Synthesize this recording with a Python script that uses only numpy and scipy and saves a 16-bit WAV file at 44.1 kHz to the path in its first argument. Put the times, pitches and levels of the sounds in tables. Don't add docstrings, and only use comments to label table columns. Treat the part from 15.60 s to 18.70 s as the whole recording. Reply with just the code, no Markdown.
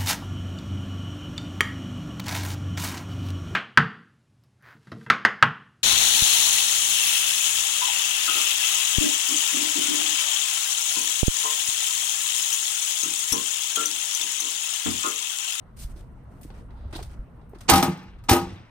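import sys
import numpy as np
from scipy import signal
from scipy.fft import rfft, irfft
from scipy.io import wavfile
from scipy.ndimage import uniform_filter1d

SR = 44100
rng = np.random.default_rng(int(sys.argv[2]) if len(sys.argv) > 2 else 0)


def to_wav(s):
    ch = np.atleast_2d(s).T
    pcm = np.round(np.clip(ch, -1, 1) * 32767)
    wavfile.write(sys.argv[1], SR, pcm.astype(np.int16))


N = 136710
T = np.arange(N) / SR
SIDES = np.array([[.5], [-.5]])

# time_s, level_db
WIND_LEVEL = [(0.0, -57), (0.17, -44), (0.31, -37), (0.68, -47), (0.95, -44.5), (1.29, -39.5), (1.46, -39),
              (1.67, -46.5), (1.86, -47), (2.06, -49), (2.17, -43), (2.3, -55), (2.41, -53.5), (2.58, -44),
              (2.75, -52), (2.88, -50), (3.1, -62.5)]
# frequency_hz, level_db_per_hz
WIND_COLOUR = [(12, -33), (20, 0), (49, 6), (113, -8.5), (182, -19), (200, -40.5), (300, -27.5), (390, -36),
               (660, -120)]
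WIND_LUMP_DB, WIND_PATCH_DB = 0.105, 0.8

# time_s, level_db
AIR_LEVEL = [(0.0, -59), (0.94, -56), (1.96, -58.5), (2.24, -49.5), (2.49, -60.5), (2.72, -61.5),
             (2.83, -52.5), (3.1, -61)]
# frequency_hz, level_db_per_hz
AIR_COLOUR = [(100, 3.5), (150, -3.5), (224, -5.5), (283, -13.5), (471, -15), (700, -18), (1130, -19),
              (3190, -44), (5500, -54.5), (8500, -43.5), (13500, -50), (16000, -52.5)]
# frequency_hz, correlation
AIR_LIKENESS = [(30, 0.94), (100, .96), (500, 0.6), (1500, 0.17), (5000, 0.1), (14000, .3)]
AIR_LIFT_DB, AIR_PATCH_DB = 8.5, 2.3

# start_s, rise_s, hold_s, level_db, tilt_db_per_octave, edge_db (extra near EDGE_HZ)
SCUFFS = [(0.16, 0.011, 0.056, -52, 0, -7), (0.174, 0.023, 0.046, -45, 1.8, 1),
          (0.29, 0.0061, 0.025, -58.5, -1.5, -9), (0.343, 0.022, 0.046, -59, -2, 0.1),
          (0.7, 0.015, 0.09, -73.5, 2, 0.1), (0.811, 0.0018, .008, -59, 12, 15),
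          (0.83, .002, 0.0067, -49, 0.6, -3), (0.864, 0.0036, 0.016, -64, -3, -8),
          (0.902, 0.0004, 0.0016, -59.5, -9.5, 7), (0.937, 0.0047, 0.066, -62, -6, -6),
          (1.104, .002, 0.0041, -69, -10.5, 7), (1.13, 0.043, 0.13, -76, -8.5, 13),
          (1.307, 0.0023, .004, -60, -5, -7), (1.323, 0.0059, 0.029, -47, -6.5, 3),
          (1.348, 0.0051, 0.011, -46.5, -5.5, 15), (1.358, 0.0016, 0.0098, -42.5, 0, 8),
          (1.378, .002, 0.029, -54, -8, -13), (1.424, 0.0027, 0.0056, -44, -1, 2.5),
          (1.442, .004, 0.026, -72, -8, -3), (1.493, .003, 0.047, -59.5, -5.6, -9),
          (1.812, 0.0022, .003, -78, -10.5, 13), (1.89, 0.0036, .004, -76, 16, 5),
          (1.945, .003, 0.012, -62, -8, -1), (1.984, 0.0014, 0.003, -59, -1, 6),
          (2.006, 0.00088, 0.0081, -46.5, -2.8, -2), (2.583, 0.0033, 0.007, -71, -6, 12)]
# frequency_hz, level_db_per_hz
GRIT_COLOUR = [(300, -17.5), (700, -10.5), (1400, -7.5), (2800, -6.5), (4400, -3.5), (6200, -6), (8500, 0),
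               (13700, -9.5), (16000, -8)]
SCUFF_T60_S, GRAINS_PER_S, GRAIN_SPREAD_DB = 0.04, 8300, 2
EDGE_HZ, EDGE_OCTAVES = 4000, 0.21
AFTER_DB, AFTER_T60_S = -5.5, 0.25
GRIT_PATCH_DB = 0.55

# start_s, level_db (before softening), pitch_hz
PUFFS = [(.247, -21.5, 50), (0.299, -28, 45), (0.851, -34, 110), (.943, -40, 70), (1.255, -23, 77),
         (1.42, -34, 60), (1.589, -25, 46)]
# start_s, level_db, pitch_hz
STEPS = [(0.361, -40, 324), (.85, -34, 304), (1.334, -34, 332), (1.347, -43, 490), (1.356, -27.5, 327),
         (1.362, -35, 890), (1.392, -28.5, 720), (1.402, -41, 450), (1.413, -35, 400), (1.934, -33, 408),
         (1.936, -39, 800), (1.959, -37.5, 346)]
PUFF_CYCLES, STEP_CYCLES = 7.5, 14.9

# peak_s, rise_s, clatter_db,
# four columns of panel_ring_db from the highest range to the lowest, thump_db, pan_left_minus_right_db
CONTACTS = [(2.099, 0.02, -7, -21.5, -19.5, -19.5, -33, -40, -9.5),
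            (2.105, .004, -22, -34, -26, -34.5, -41, -45, -6),
            (2.120, 0.0025, -38, -16, -16.5, -28, -20, -18, 8),
            (2.137, 0.0058, -14.5, -14, -14, -22, -21, -17, -1.5),
            (2.158, 0.0021, -16.5, -26, -43, -28.5, -18, -41, 3),
            (2.180, 0.0038, -20, -38, -25.5, -24.5, -38, -34, -0.5),
            (2.227, 0.0013, -17.5, -20.5, -16.5, -22, -22, -35, 1.5),
            (2.280, 0.0032, -42, -26.5, -30, -28.5, -19, -43, 2.5),
            (2.325, .004, -62, -50, -42.5, -46, -32.5, -53, 2),
            (2.375, .010, -55, -56, -57, -56, -51, -56, -1),
            (2.43, .010, -60, -59, -59, -55.5, -52, -62, 0),
            (2.639, 0.0013, -53, -57, -62.5, -71, -68, -60.5, 1.5),
            (2.695, 0.01184, -11, -22, -26, -28, -36.5, -33, 0),
            (2.714, 0.0044, -16, -19, -15, -19, -22.5, -9.5, 1.5),
            (2.730, 0.0026, -18, -27.5, -17.5, -17, -25, -14, 1),
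            (2.765, 0.0039, -28.5, -23, -24.5, -30.5, -26, -44, 1.5),
            (2.815, 0.0039, -52, -42, -40, -48, -26, -47, 1),
            (2.875, 0.0043, -66, -57, -63, -46, -38, -36.5, 0),
            (2.93, 0.0042, -63, -59.5, -54.5, -59.5, -43.5, -35.5, 1)]
# frequency_hz, level_db_per_hz
CLATTER_COLOUR = [(100, -23.5), (343, -14), (600, -21), (900, -12.5), (1400, -19), (2500, -18.5),
                  (4500, -20), (8600, -19), (13500, -22), (15200, -30), (16000, -34)]
# frequency_hz, t60_s
CLATTER_T60 = [(150, 0.65), (600, 0.35), (2000, 0.24), (6000, 0.16), (14000, 0.18)]
# frequency_hz, t60_s
ECHO_T60 = [(200, 0.57), (2000, 1), (4800, 0.63), (8000, 0.41), (14000, 0.12)]
# frequency_hz, correlation
BLOW_LIKENESS = [(100, 0.88), (500, 0.52), (1500, 0.29), (4000, 0.025), (9000, 0.016), (14000, 0.96)]
# frequency_hz, left_minus_right_db
BLOW_BALANCE = [(60, 9), (110, -9.5), (200, 2.5), (380, -1), (700, -2.5), (1290, 6), (2380, 0.5),
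                (4400, -2.5), (8120, -5), (15000, 0.5)]
CRACK_T60_S, RING_DB, ECHO_DB = .035, -2.5, -22.5
SHARP_ABOVE_HZ, SHARP_RISE = 8000, .3
GRAIN_DB, RATTLE_DB = 1.2, 1.3
MODE_GAP_HZ, MODE_WIDTH_HZ = 60, 43
BETWEEN_POWER, LOCKED_SHARE = 0.75, 0.46

# frequency_hz, level_db (added to panel_ring_db), t60_s
PANEL_MODES = [(82.4, -14.5, 0.42), (159.2, -7.5, 0.37), (186.6, -6, 0.73), (262.3, 4, 0.17),
               (345.2, -1, 0.34), (450, -6.5, 0.22), (599.5, -15, 0.23), (685, -12, 0.18),
               (754, -15.5, 0.1), (795, -1, 0.32), (853.7, -8, 0.59), (934, -14.5, 0.31), (972, -10, 0.19),
               (1145, -16.5, 0.42), (1256, -1.5, 0.16)]
PANEL_RANGES_HZ = [900, 550, 220]
# frequency_hz, left_minus_right_db
PANEL_BALANCE = [(90, -1), (260, -1), (600, 3.5), (1250, 0.9)]
# start_s, damping_db_per_s
SETTLES = [(2.207, 505), (2.305, 244.5), (2.848, 207), (2.991, 131.5)]
THUMP_HZ, THUMP_T60_S, MODE_SCATTER_DB = 90.7, 0.18, 2.5

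# frequency_hz, width_hz, depth_db
MIC_DIPS = [(7200, 1100, 6), (11310, 2600, 39.5)]
CLIP, CUTOFF_HZ = .88, 16500


def from_db(db):
    return 10 ** (np.asarray(db) / 20)


def in_time(rows):
    return np.interp(T, *np.transpose(rows))


def at_hz(points, hz):
    table_hz, values = np.transpose(points)
    return np.interp(np.log(hz), np.log(table_hz), values, left=values[0])


def drift(rate_hz):
    r = np.exp(-80 * np.pi * rate_hz / SR)
    noise = rng.standard_normal(N // 40 + 2002)
    slow = signal.lfilter([1], [1, -2 * r, r * r], noise)[2000:]
    return np.interp(np.arange(N) / 40, np.arange(len(slow)), slow / slow.std())


def clicks(start_s, size):
    out = np.zeros(N)
    out[(np.asarray(start_s) * SR).astype(int)] = size
    return out


def ring(impulses, hz, t60_s):
    r, w = from_db(-60 / (t60_s * SR)), 2 * np.pi * hz / SR
    return signal.lfilter([0, np.sin(w)], [1, -2 * r * np.cos(w), r * r], impulses + 1e-18)


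def shape(start_s, rise_s, hold_s, t60_s):
    rise_s = max(rise_s, 2e-4)
    rising = np.clip((T - start_s) / rise_s, 0, 1) ** 4
    return rising * from_db(-120 * np.clip((T - start_s - rise_s - hold_s) / t60_s, 0, 3))


def dying(power, t60_s):
    return signal.lfilter([1], [1, -from_db(-120 / (t60_s * SR))], power + 1e-18)


def stereo_noise():
    return rng.standard_normal((2, 2, N))


def bands(colour, likeness, white, per_octave=2):
    edges = 16400 / 2 ** (np.arange(10 * per_octave) / per_octave)
    out = []
    for k, (high, low) in enumerate(zip(edges, edges[1:])):
        hz = np.sqrt(low * high)
        if colour[0][0] <= hz <= colour[-1][0]:
            band_filter = signal.butter(2, [low, high], "band", fs=SR, output="sos")
            mid, side = signal.sosfilt(band_filter, white[k % 2])
            alike = np.clip(at_hz(likeness, hz), -.99, .99)
            stereo = np.sqrt(1 + alike) * mid + np.sqrt(1 - alike) * side * [[1], [-1]]
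            out.append((hz, from_db(at_hz(colour, hz)) * stereo))
    total = np.sqrt(sum(np.mean(band ** 2) for _, band in out))
    return [(hz, band / total) for hz, band in out]


def wind():
    lump_db = WIND_LUMP_DB * drift(22)
    rumble = 0
    for _, band in bands(WIND_COLOUR, AIR_LIKENESS, stereo_noise()):
        rumble = rumble + from_db(lump_db + WIND_PATCH_DB * drift(40)) * band
    return from_db(in_time(WIND_LEVEL)) * rumble


def distant_air():
    wash = 0
    for _, band in bands(AIR_COLOUR, AIR_LIKENESS, stereo_noise()):
        wash = wash + from_db(AIR_PATCH_DB * drift(15)) * band
    return from_db(in_time(AIR_LEVEL) + AIR_LIFT_DB) * wash


def scuffs():
    size = from_db(GRAIN_SPREAD_DB * np.minimum(rng.exponential(1, (2, 1, N)), 5))
    present = rng.random((2, 1, N)) < GRAINS_PER_S / SR
    grains = size * present * stereo_noise()
    shapes = []
    for start_s, rise_s, hold_s, *_ in SCUFFS:
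        after = from_db(2 * AFTER_DB) * shape(start_s, rise_s, hold_s, AFTER_T60_S)
        shapes.append(shape(start_s, rise_s, hold_s, SCUFF_T60_S) + after)
    shapes = np.array(shapes)
    level_db, tilt, edge_db = np.transpose(SCUFFS)[3:]
    out = 0
    for hz, band in bands(GRIT_COLOUR, AIR_LIKENESS, grains, per_octave=3):
        edge = np.exp(-(np.log2(hz / EDGE_HZ) / EDGE_OCTAVES) ** 2)
        colour_db = tilt * np.log2(hz / 6000) + edge_db * edge
        power = from_db(2 * (level_db + colour_db)) @ shapes
        out = out + np.sqrt(power) * band * from_db(GRIT_PATCH_DB * drift(25))
    return out


def puffs():
    swings = sum(ring(clicks([s], from_db(db)), hz, PUFF_CYCLES / hz) for s, db, hz in PUFFS)
    return signal.lfilter([.02], [1, -.98], swings)


def footfalls():
    return sum(ring(clicks([s], from_db(db)), hz, STEP_CYCLES / hz) for s, db, hz in STEPS)


def dense_modes():
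    noise, bin_hz = rfft(stereo_noise()), SR / N
    count = noise.shape[2]
    marks = (rng.random(count) < bin_hz / MODE_GAP_HZ) * rng.exponential(1, count)
    off_hz = np.arange(-600, 601) * bin_hz
    resonance = 1 / (1 + (2 * off_hz / MODE_WIDTH_HZ) ** 2)
    power = signal.fftconvolve(marks, resonance, "same").clip(1e-4)
    weight = np.sqrt(BETWEEN_POWER + power / uniform_filter1d(power, size=700))
    locked = np.sqrt(LOCKED_SHARE) * 1j * noise[:, 0]
    noise[:, 1] = locked + np.sqrt(1 - LOCKED_SHARE) * noise[:, 1]
    return irfft(weight * noise, N)


def crack(rise_share):
    power = 0
    for peak_s, rise_s, db, *_ in CONTACTS:
        rise_s = rise_share * rise_s
        power = power + from_db(2 * db) * shape(peak_s - rise_s, rise_s, 0, CRACK_T60_S)
    return power


def clatter():
    peak_s, _, level_db = np.transpose(CONTACTS)[:3]
    pan_db = np.interp(T, peak_s, np.transpose(CONTACTS)[-1])
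    soft, sharp = crack(1), crack(SHARP_RISE)
    fed = clicks(peak_s, from_db(2 * level_db))
    rattle = drift(30)
    out = 0
    for hz, band in bands(CLATTER_COLOUR, BLOW_LIKENESS, dense_modes()):
        echo_db = ECHO_DB + RATTLE_DB * (rattle + drift(10))
        echoes = from_db(2 * echo_db) * dying(fed, at_hz(ECHO_T60, hz))
        ringing = from_db(2 * RING_DB) * dying(fed, at_hz(CLATTER_T60, hz))
        power = (sharp if hz > SHARP_ABOVE_HZ else soft) + ringing + echoes
        uneven = from_db(GRAIN_DB * drift(45))
        out = out + np.sqrt(power) * uneven * band * from_db(at_hz(BLOW_BALANCE, hz) * SIDES)
    return from_db(pan_db * SIDES) * out


def box():
    rows = np.array(CONTACTS)
    strike_s = rows[:, 0] - rows[:, 1] / 2
    scatter_db = MODE_SCATTER_DB * rng.standard_normal((len(rows), len(PANEL_MODES)))
    out = ring(clicks(strike_s, from_db(rows[:, 7])), THUMP_HZ, THUMP_T60_S)
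    group = np.searchsorted([stop_s for stop_s, _ in SETTLES], strike_s)
    for g, (stop_s, damping) in enumerate(SETTLES):
        mine, panels = group == g, 0
        for k, (hz, mode_db, t60_s) in enumerate(PANEL_MODES):
            column = 3 + sum(hz < edge for edge in PANEL_RANGES_HZ)
            level_db = rows[mine, column] + mode_db + scatter_db[mine, k]
            hits = clicks(strike_s[mine], (-1) ** k * from_db(level_db))
            panels = panels + ring(hits, hz, t60_s) * from_db(at_hz(PANEL_BALANCE, hz) * SIDES)
        out = out + panels * from_db(-np.clip(damping * (T - stop_s), 0, 200))
    return out


def scene():
    return wind() + distant_air() + scuffs() + puffs() + footfalls() + clatter() + box()


def record(dry):
    for hz, width_hz, depth_db in MIC_DIPS:
        peak = signal.lfilter(*signal.iirpeak(hz, hz / width_hz, fs=SR), dry)
        dry = dry - (1 - from_db(-depth_db)) * peak
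    rounded = CLIP * np.tanh(dry / CLIP)
    return signal.sosfilt(signal.cheby2(14, 90, CUTOFF_HZ, fs=SR, output="sos"), rounded)


dry = scene()
out = record(dry)
to_wav(out)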